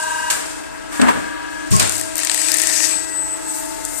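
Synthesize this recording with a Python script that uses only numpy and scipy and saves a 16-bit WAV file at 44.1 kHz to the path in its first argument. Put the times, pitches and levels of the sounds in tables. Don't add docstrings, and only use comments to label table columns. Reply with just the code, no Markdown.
import sys
import numpy as np
from scipy import signal
from scipy.io import wavfile

SR = 44100
rng = np.random.default_rng(int(sys.argv[2]) if len(sys.argv) > 2 else 0)


def wav_out(sig):
    wavfile.write(sys.argv[1], SR, np.round(np.clip(np.atleast_2d(sig).T, -1, 1) * 32767).astype(np.int16))


def invert_db(level):
    return 10 ** (np.asarray(level, dtype=float) / 20)


N = 176400
T = np.arange(N) / SR

# t/s, level/dB, left-right/dB, tilt/(dB per octave)
HISS = [(0, -65.5, 4, -1), (.5, -70.5, 3, -3), (.88, -92, 7, 9), (.94, -70, 4, 2.5), (1.2, -73.5, 6, -2),
        (1.47, -102, 9, -12), (1.5, -81.5, 13, 4), (1.8, -71.5, 0, -10.5), (1.95, -61.5, 14, 5.5),
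        (2.15, -69.5, 8, -3.5), (2.2, -58.5, 9.5, -3), (2.85, -53.5, 18.5, 0), (2.97, -62.5, 11, -3.5),
        (3.2, -75, 10, 7), (3.45, -72, 8, 2.5), (3.55, -66.5, 5.5, 7), (3.8, -69, 13, 2),
        (4, -66, 16, 10.5)]
# t/s, peak/dB, tilt/(dB per octave)
CRACKS = [(1.728, -19, 6), (1.7651, -8, 3.5), (1.8215, -9, -6), (1.8272, -1.5, 3), (1.8755, -8, 3),
          (1.8956, -2.5, 2), (1.9113, -15, 3), (1.9226, -4.5, 1), (1.9554, -11, 7), (1.9625, -15, 3.5),
          (1.9673, -15, 6), (1.981, -12, 9), (1.983, -13, 4), (1.9968, -7, 2.5), (2.0127, -6.5, 6),
          (2.037, -18, 2), (2.1562, -13, 14), (2.168, -11, 10), (2.1731, -15, 1), (2.1808, -10.5, 14),
          (2.191, -5.5, -1.5), (2.2009, -14, 7), (2.234, -6.5, -2.5), (2.249, -6, 8), (2.2717, -2.5, -4),
          (2.2974, 1, -3), (2.3157, -1.5, -2), (2.3425, -12, 8), (2.3456, -3, 4), (2.377, -5.5, 1),
          (2.4166, -4, 2.5), (2.4332, -24, -2), (2.4447, -27, -2), (2.4825, -24, 1), (2.486, -1, 0),
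          (2.5181, 1, 4.5), (2.5352, -19, 4), (2.5422, -1, 3), (2.5465, -3, 2), (2.5586, -12, 4),
          (2.5707, -7, 8), (2.5853, -1, 3), (2.598, -3, 5), (2.602, -9, -6), (2.618, -6, 8),
          (2.6364, -3, -1), (2.658, -11, 6), (2.6717, 0, 2), (2.6916, -6.5, 1), (2.6985, -8, -6),
          (2.7164, -8, -2), (2.778, -15, -5), (2.7817, -9, 5), (2.8046, -4, -4.5), (2.832, -14, -3.5),
          (2.842, -9, -6), (2.8513, -11, -6.5), (3.8511, -14, 13)]


def in_time(rows):
    s, *columns = np.transpose(rows)
    return [np.interp(T, s, column) for column in columns]


def at_hz(points, hz):
    table_hz, values = np.transpose(points)
    return np.interp(np.log(hz), np.log(table_hz), values)


def drift(rate):
    r = np.exp(-80 * np.pi * rate / SR)
    chance = rng.standard_normal(N // 40 + 2002)
    slow = signal.lfilter([1], [1, -2 * r, r * r], chance)[2000:]
    return np.interp(np.arange(N) / 40, np.arange(len(slow)), slow / slow.std())


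def pan(db):
    return np.array([np.ones_like(db), invert_db(-db)]).reshape(2, -1)


def burst(s, rise, t60):
    t = np.maximum(T - s, 0)
    return (1 - np.exp(-t / rise)) ** 2 * 10 ** (-6 * t / t60)


def snaps(powers):
    crack_s = 0.00081
    snap = np.arange(900) / SR / crack_s
    shape = (snap * np.exp(1 - snap)) ** 2
    out = np.zeros(N)
    for (s, _, _), power in zip(CRACKS, powers):
        i = int((s - crack_s) * SR)
        out[i:i + len(snap)] += power * shape
    return out


def pump():
    # t/s, load (0 idle, 1 press, 2 lift)
    pump_load = [
        (0, 1.91),
        (.3, 2.2),
        (.46, 0.22),
        (.86, 0.017),
        (1.0, 1.1),
        (1.67, 0.9),
        (1.74, 0),
        (4, 0.058),
    ]
    multiples = [12, 13, 26, 35, 36, 38, 39, 40, 48, 51, 52, 53, 59, 64, 65, 66, 68, 69, 70, 78, 79, 84,
                 104, 108, 116, 117, 131, 156]
    # idle/dB, pressing/dB, lifting/dB, left-right/dB
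    order_levels = [(-37, -34, -40, 1.5), (-35, -33.5, -55, 3), (-35, -43, -33.5, 7), (-48, -52, -45, 4),
                    (-43.5, -63, -44, 16), (-69, -59, -33.5, -2), (-45.5, -35, -30, 2.5),
                    (-59, -74, -27.5, 5), (-75, -40.5, -39, 12), (-53, -51, -47, 10), (-70, -60, -41, 10),
                    (-44.5, -45, -48, 14), (-50, -53, -51, 10), (-55, -46, -29.5, 0), (-40, -37, -31, 11.5),
                    (-53.5, -49, -34, 1), (-49.5, -31.5, -35, 22), (-78, -40.5, -38, 13),
                    (-72, -51, -46, 8), (-50.5, -63, -50, 14), (-57, -70, -45, 4), (-51.5, -63, -57, 10),
                    (-57, -52.5, -47.5, 0), (-52.5, -64, -49, 6), (-78, -62, -45, -2), (-64, -52, -43.5, 3),
                    (-60, -47.5, -48, 14), (-73, -67, -45, 13)]
    # multiple, t/s, half width/s, level/dB
    field = [(13, .65, .35, -8), (13, 2.7, .3, 3), (26, .65, .35, -3), (26, 3.25, .35, -5),
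             (35, 3.6, .3, 8), (36, 3.6, .35, 11), (65, 3.6, .5, -8), (78, 3.08, .34, 12), (84, 3.9, .2, 8)]
    idle_turns_per_s, port_lag_s = 24.84, 0.00022
    wobble_db, wobble_hz, waver_rad = 2.0, 4.5, 0.3
    knock_order, knock_spread = 39.5, 0.078

    load = np.clip(in_time(pump_load)[0], 0, 2)
    speed = idle_turns_per_s - np.interp(load, [0, 1, 2], [0, .22, .38])
    turn = 2 * np.pi * np.cumsum(speed) / SR
    out = 0
    for k, (idle, press, lift, pan_db) in zip(multiples, order_levels):
        wobble = drift(wobble_hz)
        level = np.interp(load, [0, 1, 2], [idle, press, lift]) + wobble_db * wobble
        for multiple, s, wide, db in field:
            if multiple == k:
                level += db * np.exp(-((T - s) / wide) ** 2)
        phase = k * turn - knock_spread * (k - knock_order) ** 2 + waver_rad * wobble[::-1]
        late = phase + np.pi - 2 * np.pi * k * speed * port_lag_s
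        out = out + np.sqrt(2) * invert_db(level) * pan(pan_db) * np.sin([phase, late])
    return out


def noises():
    # f/Hz, correlation
    likeness = [(60, -1.02), (180, -0.89), (540, -0.9), (1640, 0.06), (4940, -0.13), (14900, 0.078)]
    # f/Hz, level/dB
    mic = [(3000, -0.5), (6800, -2), (8400, 7), (10800, -12.5), (13600, -13.5)]
    edges = 35 * 2 ** (np.arange(27.5) / 3)
    white = rng.standard_normal((2, 2, N))
    grain = drift(45)
    out = 0
    for k, (low, high) in enumerate(zip(edges, edges[1:])):
        hz = np.sqrt(low * high)
        power = hall(hz)
        if hz > 600:
            sheet = sheet_colour(hz)
            power = power + hiss(hz, sheet, grain) + blasts(hz, sheet) + crackles(hz, sheet)
            power = power * passing_resonances(hz)
        power = power + blows(hz)
        band = signal.butter(2, [low, high], "band", fs=SR, output="sos")
        mid, side = signal.sosfilt(band, white[k % 2])
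        alike = np.clip(at_hz(likeness, hz), -.99, .99)
        stereo = np.sqrt(1 + alike) * mid + np.sqrt(1 - alike) * side * [[1], [-1]]
        out = out + np.sqrt(power * SR / 4) * invert_db(at_hz(mic, hz)) * stereo
    return out


def hall(hz):
    # f/Hz, level/(dB per Hz)
    hall_level = [(40, -55), (150, -70.5), (300, -62), (700, -66), (1600, -68.5), (3200, -77),
                  (6000, -76.5), (14000, -95.5)]
    # f/Hz, left-right/dB
    hall_pan = [(60, 2), (240, 2.5), (940, 4.5), (3750, 2.5), (14900, 7.5)]
    patch_db = 2
    return invert_db(2 * (at_hz(hall_level, hz) + patch_db * drift(20.0))) * pan(at_hz(hall_pan, hz)) ** 2


def sheet_colour(hz):
    # f/Hz, level/(dB per Hz)
    sheet_level = [(800, -14.5), (1500, -16), (2600, -3.5), (3200, -9), (5500, 1), (7000, -1), (9000, 0),
                   (14000, -2)]
    return at_hz(sheet_level, hz)


def hiss(hz, sheet, grain):
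    level, pan_db, tilt = in_time(HISS)
    grain_db = 1
    colour = sheet + tilt * np.log2(hz / 6000) + grain_db * (grain + drift(22))
    return invert_db(2 * level) * pan(pan_db) ** 2 * invert_db(2 * colour)


def blasts(hz, sheet):
    # t/s, level/dB, left-right/dB, t60/s, tilt/(dB per octave)
    valve_blasts = [
        (0.3, -49.5, -0.5, 0.083, -0.5),
        (.302, -55, 6, 0.52, 1),
        (1.0143, -47, -0.5, 0.03, -5.5),
        (1.705, -67, 2, .5, 8),
        (1.713, -58, 3.5, 0.9, 0),
        (1.796, -42.5, 1.5, 0.05, 0),
        (1.799, -53.5, 5.5, 0.68, -3),
    ]
    rise_s = 0.0012
    _, db, pan_db, _, tilt = np.transpose(valve_blasts)
    envelopes = np.array([burst(s, rise_s, t60) for s, _, _, t60, _ in valve_blasts])
    level = invert_db(2 * (db + .5 * sheet + tilt * np.log2(hz / 6000)))
    return (level * pan(pan_db) ** 2) @ envelopes


def blows(hz):
    # t/s, level/dB, t60/s, tilt/(dB per octave)
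    frame_blows = [
        (.305, -54.5, 1.02, 3),
        (0.919, -63, 3.9, 4.5),
        (0.992, -44.5, 0.28, -0.5),
        (1.017, -40.5, 0.49, -1),
        (1.064, -48.5, 0.68, 2),
        (1.081, -35.5, 0.12, 1.5),
        (1.15, -48.5, 0.44, -3),
        (1.8, -46.5, 0.59, -0.5),
    ]
    # f/Hz, level/(dB per Hz)
    frame = [(60, -9.5), (150, -4), (260, 1.5), (500, -1), (1000, -3.5), (1650, -4.5), (2500, -15),
             (6000, -31.5)]
    rise_s, pan_db = 0.0039, 3
    _, db, _, tilt = np.transpose(frame_blows)
    envelopes = np.array([burst(s, rise_s, t60) for s, _, t60, _ in frame_blows])
    level = invert_db(2 * (db + at_hz(frame, hz) + tilt * np.log2(hz / 500)))
    return level @ envelopes * pan(pan_db) ** 2


def thumps():
    # t/s, level/dB, f/Hz, t60/s
    ram_stops = [(0.994, -6, 250, 0.11), (1.014, -3.5, 250.4, 0.39), (1.085, -4.5, 978, 0.13),
                 (1.086, -12, 1660, 0.088), (1.707, -2, 114.3, 0.27), (1.722, -13, 111, 0.48),
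                 (1.724, -2, 183, 0.19), (1.801, -22, 105.5, 1), (.309, -24, 2750, 0.055),
                 (.998, -22, 3980, .04), (1.72, -16.5, 398, 0.39), (1.735, -11, 1090, 0.24)]
    out = np.zeros(N)
    for s, db, hz, t60 in ram_stops:
        tone = np.sin(2 * np.pi * hz * (T - s) + 0.99 * drift(24.0))
        out += invert_db(db) * np.sqrt(burst(s, 1 / hz, t60)) * tone
    return out * [[1], [-1]] * pan(2.5)


def crackles(hz, sheet):
    level_db, colour_db, pan_db = -44.5, 3, 19.5
    colour = colour_db * rng.standard_normal(len(CRACKS))
    _, db, tilt = np.transpose(CRACKS)
    powers = invert_db(2 * (db + level_db + sheet + tilt * np.log2(hz / 6000) + colour))
    return snaps(powers) * pan(pan_db) ** 2


def passing_resonances(hz):
    # t/s, half length/s, f/Hz, level/dB
    formants = [
        (1.755, .04, 5660, 11.5),
        (1.848, 0.043, 3630, 5),
        (2.796, 0.1, 5800, 9),
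        (2.5, 0.87, 29000, 12),
    ]
    width_octaves = 0.18
    gain = 1
    for s, half, formant_hz, db in formants:
        near = np.log2(hz / formant_hz) / width_octaves
        if abs(near) < 2:
            gain = gain * invert_db(2 * db * np.exp(-near ** 2 - ((T - s) / half) ** 4))
    return gain


def sheet_ring():
    ring_hz, wide_hz, ring_db, crack_db = 1856, 327, 25.5, -18
    lifted_s, from_s, to_s = 2, 2.47, 2.98
    hiss_db, hiss_pan, _ = in_time(HISS)
    pulled = np.interp(T, [from_s, from_s + 0.034, to_s - .2, to_s], [0, 1, 1, 0])
    rub = pulled * invert_db(hiss_db + ring_db + 1.6 * drift(30.3))
    knocks = snaps([invert_db(2 * (db + crack_db)) * (lifted_s < s < to_s) for s, db, _ in CRACKS])
    drive = np.sqrt(knocks + rub ** 2) * np.sqrt(SR / wide_hz)
    noise = drive * rng.standard_normal((2, N)) + 1e-18
    b, a = signal.iirpeak(ring_hz, ring_hz / wide_hz, SR)
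    return signal.lfilter(b, a, signal.lfilter(b, a, noise)) * pan(hiss_pan)


def whine():
    # t/s, level/dB, left-right/dB
    whine_level = [(2.285, -59, 25), (2.305, -22.5, 20), (2.48, -18, 25), (2.56, -45, 20), (2.7, -21, 20),
                   (2.76, -23, 20), (2.85, -22, 15), (2.96, -16, 18), (3.07, -29, 9), (3.2, -16, 16),
                   (3.28, -25.5, 2), (3.34, -19, 11), (3.4, -46, -11.5), (3.5, -21, 9), (3.55, -31, 9),
                   (3.565, -70, 18)]
    hz, right_phase_rad = 8004, 1.5
    db, pan_db = in_time([(0, -120, 0)] + whine_level + [(4, -120, 0)])
    tone = np.sin(2 * np.pi * hz * T + np.array([[0], [right_phase_rad]]))
    return np.sqrt(2) * invert_db(db) * pan(pan_db) * tone


def scene():
    return pump() + noises() + thumps() + sheet_ring() + whine()


def band_limit(x):
    return signal.sosfilt(signal.butter(12, 15470, fs=SR, output="sos"), x)


def record(dry):
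    port_hz, port_q, port_gain = 13600, 7.6, 0.63
    b, a = signal.iirpeak(port_hz, port_q, SR)
    dry = dry + port_gain * signal.lfilter(b, a, dry)
    top_cut = signal.cheby2(12, 45, 14850, fs=SR, output="sos")
    mix = np.clip(signal.sosfilt(top_cut, dry), -1, 1)
    return band_limit(mix)


dry = scene()
out = record(dry)
wav_out(out)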